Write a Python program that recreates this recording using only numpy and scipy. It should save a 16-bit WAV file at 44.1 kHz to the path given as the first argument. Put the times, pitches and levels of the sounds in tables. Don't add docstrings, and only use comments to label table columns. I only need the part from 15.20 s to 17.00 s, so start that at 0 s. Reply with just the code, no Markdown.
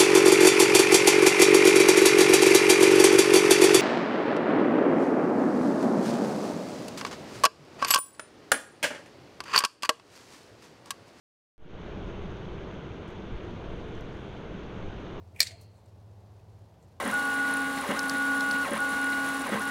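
import sys
import numpy as np
from scipy import signal
from scipy.fft import rfft, irfft
from scipy.io import wavfile
from scipy.ndimage import uniform_filter1d

SR = 44100
rng = np.random.default_rng(int(sys.argv[2]) if len(sys.argv) > 2 else 0)


def log_audio(samples):
    frames = np.atleast_2d(samples).T
    limited = np.clip(frames, -1, 1)
    pcm = np.round(limited * 32767).astype(np.int16)
    wavfile.write(sys.argv[1], SR, pcm)


N = 79380

# (time [s], relative level [dB])
BONE_FRACTURES = [(.2038, -5.5), (.20422, -1.5), (.20507, -24.5)]
# (frequency [Hz], relative level [dB])
FRACTURE_SPECTRUM = [(60, -72.5), (230, -47.5), (380, -17), (620, -8.5), (850, -27), (1400, -10.5),
                     (1900, 3.5), (3000, -1), (4500, 6.5), (8000, 5.5), (11000, -1.5), (15500, -6)]
# (frequency [Hz], relative level [dB], t60 [s])
CRACK_RESONANCES = [(1900, -19.5, 0.016), (2333, -15.5, .015), (3760, -20, .016), (4270, -14.5, .02),
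                    (4718, -12.5, 0.018), (5573, -12, .014), (6507, -20, .012), (8240, -29.5, .01),
                    (8400, -30, .01)]
# (frequency [Hz], bandwidth [Hz], level [dB], t60 [s])
FREE_BLADE_BANDS = [(2330, 300, -55.5, .45), (4280, 340, -50, 0.71), (4720, 400, -53, .54)]
# (delay [s], gain [dB], cutoff [Hz])
FLAT_REFLECTIONS = [(.0104, -8.5, 8884), (0.0149, -15.5, 5000), (.025, -15.5, 12000)]
# (delay [s], gain [dB], decay [s], centre [Hz], bandwidth [Hz])
ROUGH_REFLECTIONS = [(0.011, 4, .011, 2430, 2203), (0.013, 9.5, .005, 440, 219.6),
                     (.0235, 3, .0035, 7850, 900), (.058, -4, 0.015, 2200, 2210),
                     (.064, -1, 0.0073, 4170, 694), (.102, -13, .012, 2270, 1550)]
# (frequency [Hz], gain [dB], t60 [s])
REVERB_BANDS = [(500, -4, .35), (1100, -0.5, .33), (1800, -3, 0.37), (2500, -8, 0.71), (3500, -3, .29),
                (4400, -2.5, 0.2), (5600, -8, 0.16), (7800, -7, 0.3), (11000, -12, 0.16),
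                (15000, -13, .165)]
# (time [s], level [dB], centre [Hz], bandwidth [Hz], decay [s])
BLADE_TICKS = [(.162, -41.5, 2300, 350, .004), (.162, -55, 10000, 9000, .002),
               (.401, -68, 3500, 3000, .005), (.411, -59, 10000, 9000, .012), (.659, -71, 7500, 3000, .008),
               (1.164, -69, 4500, 5000, .003), (1.193, -66, 2600, 400, .005),
               (1.392, -69, 5500, 6000, .002), (1.541, -65, 2500, 3500, .004), (1.542, -55, 560, 200, .005),
               (1.6254, -61, 6500, 6000, .002)]
# (time [s], level [dB], centre [Hz], bandwidth [Hz], spread [s])
BLADE_RUBS = [(.174, -61, 2268, 649.3, 0.015), (0.177, -67, 8000, 8000, .018),
              (0.197, -45.5, 2285, 920, .005), (0.2, -47, 8020, 12210, .0045),
              (0.327, -56.5, 665, 98.5, .02), (0.427, -67.5, 5760, 6000, 0.017),
              (.57, -77.5, 7400, 5000, .03), (.69, -74, 4500, 6000, .012), (1.632, -75, 7300, 2200, .015)]
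# (time [s], upper tone level [dB], lower tone level [dB])
ENGINE_LEVELS = [(0, -54, -51), (0.162, -54, -55), (0.204, -58, -56), (.28, -53, -55.5), (.48, -52.5, -60),
                 (0.629, -65.5, -61), (.71, -52, -58), (1.1, -53, -62.5), (1.42, -52, -58),
                 (1.56, -66.5, -66.5), (1.8, -69, -56.5)]
# (frequency [Hz], level [dB])
ENGINE_WEAK_TONES = [(49, -76), (119, -67), (149, -73.5), (171, -70), (205, -71)]
# (frequency [Hz], relative level [dB])
TRAFFIC_SPECTRUM = [(25, -19), (50, -0.5), (90, 7), (160, -2.5), (260, -5), (450, -3.5), (700, -6),
                    (950, -10), (1300, -19), (2500, -26), (4500, -27), (8000, -34.5), (15500, -40)]

BREAK_S = BONE_FRACTURES[0][0]
TABLE_DELAY_S = .001665


def bone_snap(click_db=1.5, splinter_db=1, splinter_s=.0023, table_db=-6):
    spectrum = colour(FRACTURE_SPECTRUM)
    impulses = sum(undb(db) * delay(s) for s, db in BONE_FRACTURES)
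    click = undb(click_db) * irfft(spectrum)[:N]
    ringing_peaks = through(ring(CRACK_RESONANCES), resonance(hz=4500, width=9000))
    splinters = undb(splinter_db) * through(scatter(splinter_s), spectrum * delay(BREAK_S))
    direct = through(click + ringing_peaks, impulses) + splinters
    return through(direct, 1 + undb(table_db) * delay(TABLE_DELAY_S))


def blade_ring():
    return sum(undb(db) * band(hz, width) * fade(BREAK_S, t60 / np.log(1000))
               for hz, width, db, t60 in FREE_BLADE_BANDS)


def with_reflections(x):
    echoes = sum(undb(db) * delay(s) / (1 + 1j * bins() / cutoff) for s, db, cutoff in FLAT_REFLECTIONS)
    return through(x, 1 + echoes)


def yard_scatter(near_db=-6, near_s=.016):
    t = clock()
    response = undb(near_db) * through(scatter(near_s), delay(TABLE_DELAY_S))
    for s, db, decay, hz, width in ROUGH_REFLECTIONS:
        cloud = scatter(decay) * (1 - np.exp(-2 * t / decay))
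        response += undb(db) * through(cloud, delay(s) * resonance(hz, width))
    log_centres = np.log([hz for hz, _, _ in REVERB_BANDS])
    build_up = 1 - np.exp(-t / near_s)
    for selector, (_, db, t60) in zip(np.eye(len(REVERB_BANDS)), REVERB_BANDS):
        band_gain = np.sqrt(np.interp(np.log(bins()), log_centres, selector))
        tail = through(scatter(t60 / np.log(1000)), band_gain)
        response += undb(db) * tail * build_up
    return through(response, colour(FRACTURE_SPECTRUM) * delay(BREAK_S))


def cutting(tick_rise_s=.00037):
    t = clock()
    ticks = sum(undb(db) * band(hz, width) * (fade(s, decay) - fade(s, tick_rise_s))
                for s, db, hz, width, decay in BLADE_TICKS)
    rubs = sum(undb(db) * band(hz, width) * np.exp(-.5 * ((t - s) / spread) ** 2)
               for s, db, hz, width, spread in BLADE_RUBS)
    return ticks + rubs


def wet_crackle(pops_per_s=75, level_db=-84, decay_s=.003):
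    pops = (rng.random(N) < pops_per_s / SR) * rng.uniform(-1.02, 1, N)
    pop_spectrum = rfft(scatter(decay_s), 2 * N) * resonance(hz=3000, width=4600) ** 2
    return undb(level_db) * unit(through(pops, pop_spectrum))


def engine(upper_hz=104.3, lower_hz=87.4, drift=.006, waver_db=-.5):
    t = clock()
    times, upper_db, lower_db = np.array(ENGINE_LEVELS).T
    main_tones = [(upper_hz, np.interp(t, times, upper_db)), (lower_hz, np.interp(t, times, lower_db))]
    hum = np.zeros(N)
    for hz, db in main_tones + ENGINE_WEAK_TONES:
        amplitude = np.sqrt(2) * undb(db + waver_db * wander(10))
        cycles = rng.random() + np.cumsum(hz * (1 + drift * wander(4.9))) / SR
        hum += amplitude * np.sin(2 * np.pi * cycles)
    return hum


def traffic(level_db=-58, swell_db=.5):
    amplitude = undb(level_db + swell_db * wander(18))
    return amplitude * unit(through(rng.standard_normal(N), colour(TRAFFIC_SPECTRUM)))


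def undb(db):
    return 10 ** (np.asarray(db) / 20)


def clock():
    return np.arange(N) / SR


def bins():
    return np.arange(N + 1) * SR / (2 * N) + 1e-6


def unit(x):
    return x / np.sqrt(np.mean(x ** 2))


def through(x, response):
    return irfft(rfft(x, 2 * N) * response)[:N]


def delay(s):
    return np.exp(-2j * np.pi * bins() * s)


def resonance(hz, width):
    f = bins()
    return 1 / (1 + 1j * (f * f - hz * hz) / (f * width))


def colour(points):
    hz, db = np.array(points).T
    magnitude = undb(np.interp(np.log(bins()), np.log(hz), db))
    cepstrum = irfft(np.log(magnitude))
    return np.exp(rfft(np.r_[cepstrum[0], 2 * cepstrum[1:N]], 2 * N))


def band(hz, width):
    return unit(through(rng.standard_normal(N), resonance(hz, width) ** 2))


def fade(start, decay):
    age = clock() - start
    return (age >= 0) * np.exp(-np.abs(age) / decay)


def scatter(decay):
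    cloud = rng.standard_normal(N) * fade(0, decay)
    return cloud / np.sqrt(np.sum(cloud ** 2))


def ring(peaks):
    t = clock()
    return sum(undb(db) * np.sin(2 * np.pi * hz * t) * np.exp(-np.log(1000) * t / t60)
               for hz, db, t60 in peaks)


def wander(rate_hz):
    hold = int(SR / rate_hz)
    steps = np.repeat(rng.standard_normal(N // hold + 2), hold)
    return unit(uniform_filter1d(uniform_filter1d(steps, hold), hold)[:N])


def scene():
    background = traffic() + engine()
    crack = with_reflections(bone_snap()) + yard_scatter() + blade_ring()
    return (crack + cutting() + wet_crackle() + background)[None]


def record(dry, cutoff_hz=16100):
    return signal.sosfilt(signal.ellip(8, .2, 70, cutoff_hz, fs=SR, output="sos"), dry)


dry = scene()
out = record(dry)
log_audio(out)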